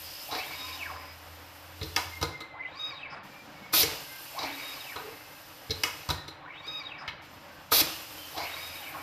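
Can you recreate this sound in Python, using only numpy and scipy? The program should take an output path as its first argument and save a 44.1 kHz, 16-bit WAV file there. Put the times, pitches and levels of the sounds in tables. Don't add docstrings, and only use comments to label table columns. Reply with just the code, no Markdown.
import sys
import numpy as np
from scipy import signal
from scipy.fft import rfft, irfft, next_fast_len
from scipy.io import wavfile

SR = 44100
rng = np.random.default_rng(int(sys.argv[2]) if len(sys.argv) > 2 else 0)


def persist_wave(psi):
    counts = np.round(np.clip(psi, -1, 1) * 32767).astype(np.int16)
    wavfile.write(sys.argv[1], SR, np.atleast_2d(counts).T)


N = 397782


def amp(db):
    return 10 ** (np.asarray(db) / 20)


def rms_one(x):
    return x / np.sqrt(np.mean(x ** 2) + 1e-20)


def in_time(rows):
    times, *columns = np.transpose(rows)
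    return [np.interp(np.arange(N) / SR, times, column) for column in columns]


def span_gain(spans, fade_s):
    out, t = np.zeros(N), np.arange(N) / SR
    for rows in spans:
        start, end = rows[0][0], rows[-1][0]
        inside = np.interp(t, [start - fade_s, start, end, end + fade_s], [0, 1, 1, 0])
        out += inside * amp(in_time(rows)[-1])
    return out


def drift(corner_hz):
    hop = 40
    pole = np.exp(-2 * np.pi * corner_hz * hop / SR)
    slow = signal.lfilter([1], [1, -2 * pole, pole * pole], rng.standard_normal(N // hop + 2002))[2000:]
    return np.interp(np.arange(N) / hop, np.arange(len(slow)), rms_one(slow))


def noise(spectrum, flicker_db):
    size = next_fast_len(N)
    hz, points = np.fft.rfftfreq(size, 1 / SR) + 1, np.array(spectrum)
    shape = amp(np.interp(np.log(hz), np.log(points[:, 0]), points[:, 1], left=-90, right=-90))
    steady = irfft(rfft(rng.standard_normal(size)) * shape, size)[:N]
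    return rms_one(steady * amp(flicker_db * drift(20.4)))


def resonance(x, hz, width_hz):
    r = np.exp(-np.pi * width_hz / SR)
    feedback = [1, -2 * r * np.cos(2 * np.pi * hz / SR), r * r]
    return signal.lfilter(np.array([1, 0, -1]) * (1 - r * r) / 2, feedback, x)


def narrow_noise(rows, taper):
    out = np.zeros(N)
    for start, end, hz, width_hz, db in rows:
        a, b = round(start * SR), min(round(end * SR), N)
        band = resonance(resonance(rng.standard_normal(SR), hz, width_hz), hz, width_hz)[-(b - a):]
        out[a:b] += amp(db) * rms_one(band) * signal.windows.tukey(b - a, taper)
    return out


# (frequency [Hz], relative density [dB])
SHOP_SPECTRUM = [(18, -33.5), (30, 4), (71, -1.5), (148, 5), (229, -10), (300, 7.5), (377, -8), (569, 5.5),
                 (683, -1), (748, 4), (1950, -1.5), (2140, -3), (3450, -10.5), (3960, -13.5), (7000, -48),
                 (9100, -68.5), (15400, -120)]
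SHOP_DB, HALL_DB, HALL_T60_S = -51, -16.5, 0.91


def workshop(machine):
    decay = amp(-120 / (HALL_T60_S * SR))
    echo_power = signal.lfilter([1 - decay], [1, -decay], machine ** 2)
    gain = np.sqrt(amp(2 * SHOP_DB) + amp(2 * HALL_DB) * echo_power)
    return gain * noise(SHOP_SPECTRUM, flicker_db=1.2)


# (time [s], pitch [Hz], level [dB])
FAR_DRONE = [(0, 82, -56), (.35, 84, -74), (.63, 82.4, -55), (.93, 82, -45), (1.18, 82.2, -50),
             (1.5, 84.8, -57.5), (1.93, 86.6, -46), (2.18, 84.8, -48), (2.35, 86, -68), (3.04, 86, -63),
             (3.6, 90, -77), (4.7, 88, -79), (4.95, 89, -65), (5.8, 86, -78), (6.2, 85, -63),
             (6.6, 90, -69.5), (7.6, 87, -60.5), (9.02, 83, -58.5)]


def far_drone():
    pitch_hz, db = in_time(FAR_DRONE)
    return amp(db + 3 * drift(8)) * np.sin(2 * np.pi * np.cumsum(pitch_hz) / SR)


# (start [s], end [s], first pitch [Hz], last pitch [Hz], level [dB])
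FAR_WHISTLES = [(2.109, 2.665, 2127, 2050, -48.5), (3.3, 3.47, 2340, 2390, -59.5),
                (3.572, 3.72, 2240, 2210, -57)]


def far_whistles():
    spans = [[(start, first_hz, db), (end, last_hz, db)]
             for start, end, first_hz, last_hz, db in FAR_WHISTLES]
    pitch_hz = in_time(np.concatenate(spans))[0] * (1 + 0.0083 * drift(21.6))
    gain = span_gain(spans, fade_s=0.037) * amp(7.2 * drift(20))
    return gain * np.sin(2 * np.pi * np.cumsum(pitch_hz) / SR)


# (start [s], end [s], frequency [Hz], width [Hz], level [dB])
FAINT_HUMS = [(0, .3, 5000, 800, -48.5), (.55, .8, 5050, 300, -48.5), (.8, 1.2, 5020, 250, -56),
              (.48, 1.147, 1025, 30.3, -50), (3.994, 4.2, 2094, 40, -54.5), (4.0, 4.3, 1584, 40, -55),
              (4.42, 4.621, 285, 24.3, -50.5), (4.93, 5.18, 434, 49.3, -46.5), (5.0, 5.45, 2620, 25, -63),
              (5.05, 5.5, 1599, 25, -62), (5.05, 5.4, 2090, 25, -61), (6.1, 6.27, 1835, 70, -53.5),
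              (5.9, 6.079, 2550, 40, -60), (7.45, 7.7, 1540, 40, -61), (8.15, 8.35, 3100, 80.6, -52.5),
              (4.65, 4.899, 5100, 51, -57), (8.6, 8.8, 5050, 49.1, -54)]


def hums():
    return narrow_noise(FAINT_HUMS, taper=.5)


ROOM_T60_S, ROOM_DB, WALL_HZ = 0.49, -10.5, 5000


def room(machine):
    t = np.arange(SR) / SR
    tail = rng.standard_normal(SR) * amp(-60 * t / ROOM_T60_S) * np.minimum(t / 0.0046, 1)
    tail = signal.sosfilt(signal.butter(1, WALL_HZ, fs=SR, output="sos"), tail)
    return amp(ROOM_DB) * signal.fftconvolve(machine, tail / np.sqrt(np.sum(tail ** 2)))[:N]


# (start [s], end [s], level [dB])
HANDLING_SPANS = [(3.104, 3.733, -56.5), (7.0, 7.698, -58.5)]
# (frequency [Hz], relative density [dB])
RUB_SPECTRUM = [(90, -25), (150, 6.5), (220, 2.5), (400, -9), (900, -5), (1600, -10.5), (2600, -25.5),
                (4000, -42)]


def handling():
    spans = [[(start, db), (end, db)] for start, end, db in HANDLING_SPANS]
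    return span_gain(spans, fade_s=.08) * noise(RUB_SPECTRUM, flicker_db=5.)


# (frequency [Hz], width [Hz], gain [dB])
NOZZLE_MODES = [(11140, 400, -1), (12000, 350, -4), (13000, 250, -7), (12740, 310, -1.5), (13600, 240, 1),
                (13500, 130, 5.5)]


def nozzle(air):
    return rms_one(air + sum(amp(db) * resonance(air, hz, width) for hz, width, db in NOZZLE_MODES))


# (time [s], settling time [s], jet level [dB], pad level [dB])
AIR_FLOW = [(0, .01, -48.5, -48.5), (.3, 0.48, -52.5, -49), (.78, 0.22, -59.5, -57),
            (1.7, 0.19, -55, -51.5), (2.16, 0.43, -94, -87), (3.222, 0.014, -66, -59), (3.8, .1, -50, -43),
            (3.92, 0.14, -51, -50), (4.9, .3, -57, -55.5), (5.7, 0.067, -54.5, -51.5),
            (6.05, 0.25, -84.5, -78), (7.21, .012, -65.5, -59.5), (7.79, 0.078, -47.5, -42),
            (7.91, 0.15, -50.5, -49.5), (8.6, .4, -52.5, -54.5)]
# (frequency [Hz], relative density [dB])
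JET_SPECTRUM = [(3530, -38), (6000, -18.5), (7940, -7.5), (10400, -4.5), (10900, -11), (11500, -3),
                (12700, -2.5), (13400, -4), (14000, -1.5), (14300, 1)]
# (frequency [Hz], relative density [dB])
PAD_SPECTRUM = [(1650, -16.5), (2800, 3), (3080, -1), (3620, -2.5), (4320, -2), (4570, -1), (5150, 0.5),
                (5760, -5), (7500, -10.5), (9750, -24.5), (16500, -120)]
RUSH_TREBLE_DB, RUSH_MID_DB, RUSH_POWER = -77, -63, 2.4


def suction_hiss(step_hz):
    levels = []
    for (start, settle_s, *new), (_, _, *old) in zip(AIR_FLOW, AIR_FLOW[:1] + AIR_FLOW):
        levels += [(start, *old), (start + settle_s, *new)]
    jet_db, pad_db = in_time(levels)
    rush = (step_hz / TOP_HZ) ** RUSH_POWER
    jet = (amp(jet_db) + amp(RUSH_TREBLE_DB) * rush) * nozzle(noise(JET_SPECTRUM, flicker_db=1.16))
    pad = (amp(pad_db) + amp(RUSH_MID_DB) * rush) * noise(PAD_SPECTRUM, flicker_db=0.1)
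    return jet + pad


# (start [s], length [s], level [dB])
VALVE_BLASTS = [(3.727, .097, -21.5), (7.712, 0.1, -21.5)]
# (frequency [Hz], relative density [dB])
BLAST_SPECTRUM = [(120, -49), (200, -29), (336, -9.5), (534, -21), (616, -6.5), (963, -18), (1680, -18),
                  (2400, -3.5), (3020, -9), (3420, -0.5), (4720, 1.5), (7790, -14), (13300, -5),
                  (14300, -7)]
BLAST_ATTACK_S, BLAST_SHUT_S, BLAST_SHUT_DB, BLAST_TAIL_S, BLAST_TAIL_DB = .011, 0.012, -19, 0.099, -37


def suction_blasts():
    spans = []
    for start, length, db in VALVE_BLASTS:
        shut = start + length + BLAST_SHUT_S
        spans.append([(start, db - 20), (start + BLAST_ATTACK_S, db), (start + length, db),
                      (shut, db + BLAST_SHUT_DB), (shut + BLAST_TAIL_S, db + BLAST_TAIL_DB)])
    return span_gain(spans, fade_s=.004) * nozzle(noise(BLAST_SPECTRUM, flicker_db=-0.5))


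# (start [s], hold [s], whine speeding up [dB], at full speed [dB], slowing down [dB])
CARRIAGE_RUNS = [(.26, .112, -50, -47.5, -52), (2.501, 0.1, -56.5, -41.5, -52),
                 (4.32, 0.12, -52.5, -46, -53.5), (6.38, .115, -57, -41, -55),
                 (8.31, .11, -53, -48.5, -52.5)]
TOP_HZ, CREEP_HZ, RAMP_S = 1254, 29.9, .293
SLOW_LIFT_DB = 3


def travel():
    step_hz, gain, t = np.full(N, CREEP_HZ), np.zeros(N), np.arange(N) / SR
    for start, hold_s, up_db, top_db, down_db in CARRIAGE_RUNS:
        end = start + 2 * RAMP_S + hold_s
        speed = np.clip(np.minimum(t - start, end - t) / RAMP_S, 0, 1)
        ramp_db = np.where(t < start + RAMP_S, up_db, down_db) + SLOW_LIFT_DB * (1 - speed) ** 2
        near_top = np.clip((speed - .8) / .2, 0, 1)
        step_hz += (TOP_HZ - CREEP_HZ) * speed
        gain += np.clip(speed * 30, 0, 1) * amp(ramp_db + near_top * (top_db - ramp_db))
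    return step_hz, gain


# (level setting off [dB], level braking [dB])
ROLLING_LEVELS = [(-49.5, -52), (-58, -55), (-44, -54), (-63, -56.5), (-46, -51)]
# (frequency [Hz], relative density [dB])
RAIL_SPECTRUM = [(120, -50), (200, -50), (273, 5), (374, -3.5), (698, 1.5), (912, -3.5), (1120, -1.5),
                 (1840, 1), (2330, 0.5), (3180, -10), (3530, -11), (4680, -8.5), (7000, -73), (9100, -74),
                 (15400, -120)]
RUN_BANDS = {"out": [(.045, .11, 780, 450, -39), (.05, 0.11, 4560, 1500, -43.5),
             (.05, 0.16, 2200, 400, -45), (.25, 0.055, 2260, 250, -45), (.38, 0.1, 2400, 350, -52.5),
             (.62, .11, 1080, 700, -46.5)], "back": [(.035, 0.086, 970, 300, -51),
             (.115, .055, 2110, 250, -51.5), (.595, .06, 5020, 500, -53.5), (.61, .09, 1226, 900, -47)]}
SET_OFF_S, COAST_S, COAST_LOSS_DB = 0.16, .18, 1.5


def carriage():
    rail = noise(RAIL_SPECTRUM, flicker_db=2.5)
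    ringing = sum(amp(db) * resonance(rail, hz, width) for hz, width, db in FRAME_MODES)
    rolling = rms_one(rail + amp(-15) * ringing)
    spans, bands = [], []
    for run, ((start, hold_s, *_), (off_db, brake_db)) in enumerate(zip(CARRIAGE_RUNS, ROLLING_LEVELS)):
        braking = start + 1.5 * RAMP_S + hold_s
        spans.append([(start + .02, off_db - 17), (start + SET_OFF_S, off_db), (braking, brake_db),
                      (braking + RAMP_S / 2 + COAST_S, brake_db - COAST_LOSS_DB)])
        for after, length, *band in RUN_BANDS["back" if run % 2 else "out"]:
            bands.append((start + after, start + after + length, *band))
    return rolling * span_gain(spans, fade_s=0.012) + narrow_noise(bands, taper=0.45)


# (multiple of the step rate, relative level [dB])
STEP_HARMONICS = [(1, -10), (2, -13.5), (3, -13.5), (4, -0.5), (5, -13), (6, -24), (10, -23), (11, -27)]
# (frequency [Hz], width [Hz], gain [dB])
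FRAME_MODES = [(874, 256, 10), (1062, 61, 13.5), (1610, 590, 7.5), (2293, 193, 16.5), (2573, 140, 14.5),
               (2780, 270, 3), (3760, 77, 17), (4640, 440, 1.5), (5093, 160, -10), (5500, 240, 1),
               (6090, 560, -13), (7900, 360, -5), (12550, 200, -2), (13900, 160, 2)]


def stepper_motor(step_hz, gain):
    ramping = np.clip(8 * (1 - step_hz / step_hz.max()), 0, 1)
    hunting = (.005 + .035 * ramping) * drift(260)
    phase = 2 * np.pi * np.cumsum(step_hz * (1 + hunting)) / SR
    tones = np.zeros(N)
    for order, db in STEP_HARMONICS:
        level = gain * amp(db + 2.5 * drift(30))
        roughness = 1 + (.4 + .3 * ramping) * drift(150)
        tones += level * roughness * np.sin(order * phase)
    ringing = sum(amp(db) * resonance(resonance(tones, hz, 2.35 * width), hz, width)
                  for hz, width, db in FRAME_MODES)
    direct = signal.sosfilt(signal.butter(2, [700, 6000], "band", fs=SR, output="sos"), tones)
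    return ringing + amp(-20.5) * direct


# (frequency [Hz], width [Hz], gain [dB])
GROUP_MODES = [
    [(4825, 340, 1.5), (5050, 170, -1), (5320, 150, -1), (5730, 180, -1)],
    [(3660, 310, -5), (3880, 140, -1.5), (4106, 69, -2)],
    [(1790, 120, -1), (2189, 170, 3.5), (2560, 200, 0.5), (2930, 68, -3.5), (3110, 370, 0)],
    [(777, 270, -6), (986, 150, 1.5), (1210, 110, 1), (1445, 31, -7)],
    [(7070, 3000, -2.5), (10070, 4800, -2.5), (13400, 3500, -1.5)],
    [(317.3, 30, 0.5), (443, 50, 2.5)],
    [(85.5, 47, 0), (143.6, 11, -3)],
]
# (lift [dB], delay [ms], rattle level [dB], rattle decay [ms], steady push [0-1])
GROUP_RESPONSE = [(-1.5, 0.23, -26.5, 38, 0.2), (3, 0., -13.5, 36, 0.13), (3.5, 0.86, -19.5, 33, 0.4),
                  (2.5, 1.5, -17, 44, 0.34), (3.5, 0.079, -11.5, 48, 0.35), (6, 0.2, -27.5, 47, 0.3),
                  (-7, 0, -25.5, 40, 1)]
CONTACT_KINDS = { "carriage jerks": (-28, -30.5, -31.5, -34, -50, -38, -48, 5),
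                 "cylinder thuds": (-44, -37, -39, -44, -52, -40, -31.5, 7),
                 "clamp shuts": (-23.5, -26.5, -35, -56, -41, -33, -44, 8),
                 "plate snaps over": (-9, -35, -10.5, -20.5, -22.5, -35, -42, 2),
                 "plate rebounds": (-55, -42, -49, -25, -66, -43, -49, 9.5),
                 "plate lets go": (-27, -33.5, -31, -27.5, -36, -41.5, -28.5, 4.5),
                 "plate lands": (-24.5, -26.5, -33, -25.5, -35.5, -34.5, -38.5, 7.5),
                 "valve ticks": (-43, -37.5, -44, -42, -49, -45.5, -73, 9),
                 "carriage stops": (-44, -38, -35.5, -32, -45, -37.5, -45, 7.5),
                 "carriage docks": (-36, -36.5, -27.5, -31, -53.5, -61, -43, 12.5),
                 "suction opens": (-28, -42, -29.5, -15.5, -27.5, -27.5, -38.5, 7),
                 "suction shuts": (-15, -30, -22, -49, -21, -29, -37, 4.5)}
CONTACT_TIMES = { "carriage jerks": [(.3104, -3), (.3205, -2.5), (.3496, -1.5), (.384, -5.5), (4.388, -2),
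                 (4.4289, -2.5), (8.362, -9), (8.3749, -2)], "cylinder thuds": [(1.8126, -0.5),
                 (5.6945, -1)], "clamp shuts": [(1.8285, -5.5), (5.7049, 1)],
                 "plate snaps over": [(1.9614, 0.5), (5.8341, 1)], "plate rebounds": [(1.9717, 3.5),
                 (5.8424, -6.5)], "plate lets go": [(2.2131, -1), (6.088, 1.5)],
                 "plate lands": [(2.2255, 1.5), (6.101, 1.5)], "valve ticks": [(2.4037, 0.5), (6.2782, 0.5),
                 (6.6653, -6.5)], "carriage stops": [(4.9579, -1)], "carriage docks": [(7.076, -1)],
                 "suction opens": [(3.7326, -5.5), (7.7171, 0)], "suction shuts": [(3.8294, 2),
                 (7.8099, -1.5)]}
TOUCH_MS = 1.03


def clacks():
    out, ms = np.zeros(N), 1000 * np.arange(SR // 3) / SR
    for group, modes in enumerate(GROUP_MODES):
        lift_db, delay_ms, rattle_db, rattle_ms, push = GROUP_RESPONSE[group]
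        envelope = np.full(N + SR, 1e-9)
        for kind, (*levels_db, chatter_ms) in CONTACT_KINDS.items():
            burst = np.exp(-ms / max(chatter_ms, .5)) + amp(rattle_db) * np.exp(-ms / rattle_ms)
            burst *= np.minimum(ms / TOUCH_MS, 1)
            for start, db in CONTACT_TIMES[kind]:
                onset = round((start + delay_ms / 1000) * SR)
                envelope[onset:onset + len(burst)] += amp(levels_db[group] + lift_db + db) * burst
        force = envelope[:N] * (push + (1 - push) * rng.standard_normal(N))
        for hz, width_hz, db in modes:
            makeup = np.sqrt(SR / (np.pi * width_hz * len(modes)))
            out += amp(db) * makeup * resonance(resonance(force, hz, 3 * width_hz), hz, width_hz)
    return out


SIDE_DB, SIDE_HZ = -8, 6000


def scene():
    step_hz, whine_gain = travel()
    machine = clacks() + stepper_motor(step_hz, whine_gain) + carriage()
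    machine += suction_hiss(step_hz) + suction_blasts() + handling()
    mid = machine + room(machine) + workshop(machine) + far_drone() + far_whistles() + hums()
    treble_only = signal.butter(10, SIDE_HZ, "high", fs=SR, output="sos")
    side = amp(SIDE_DB) * signal.sosfilt(treble_only, mid * drift(200))
    return np.array([mid + side, mid - side])


BASS_CUT_HZ, TOP_CUT_HZ = 50, 14750


def record(dry):
    dry = signal.sosfilt(signal.butter(2, BASS_CUT_HZ, "high", fs=SR, output="sos"), dry)
    return signal.sosfilt(signal.cheby2(24, 90, TOP_CUT_HZ, fs=SR, output="sos"), dry)


dry = scene()
out = record(dry)
persist_wave(out)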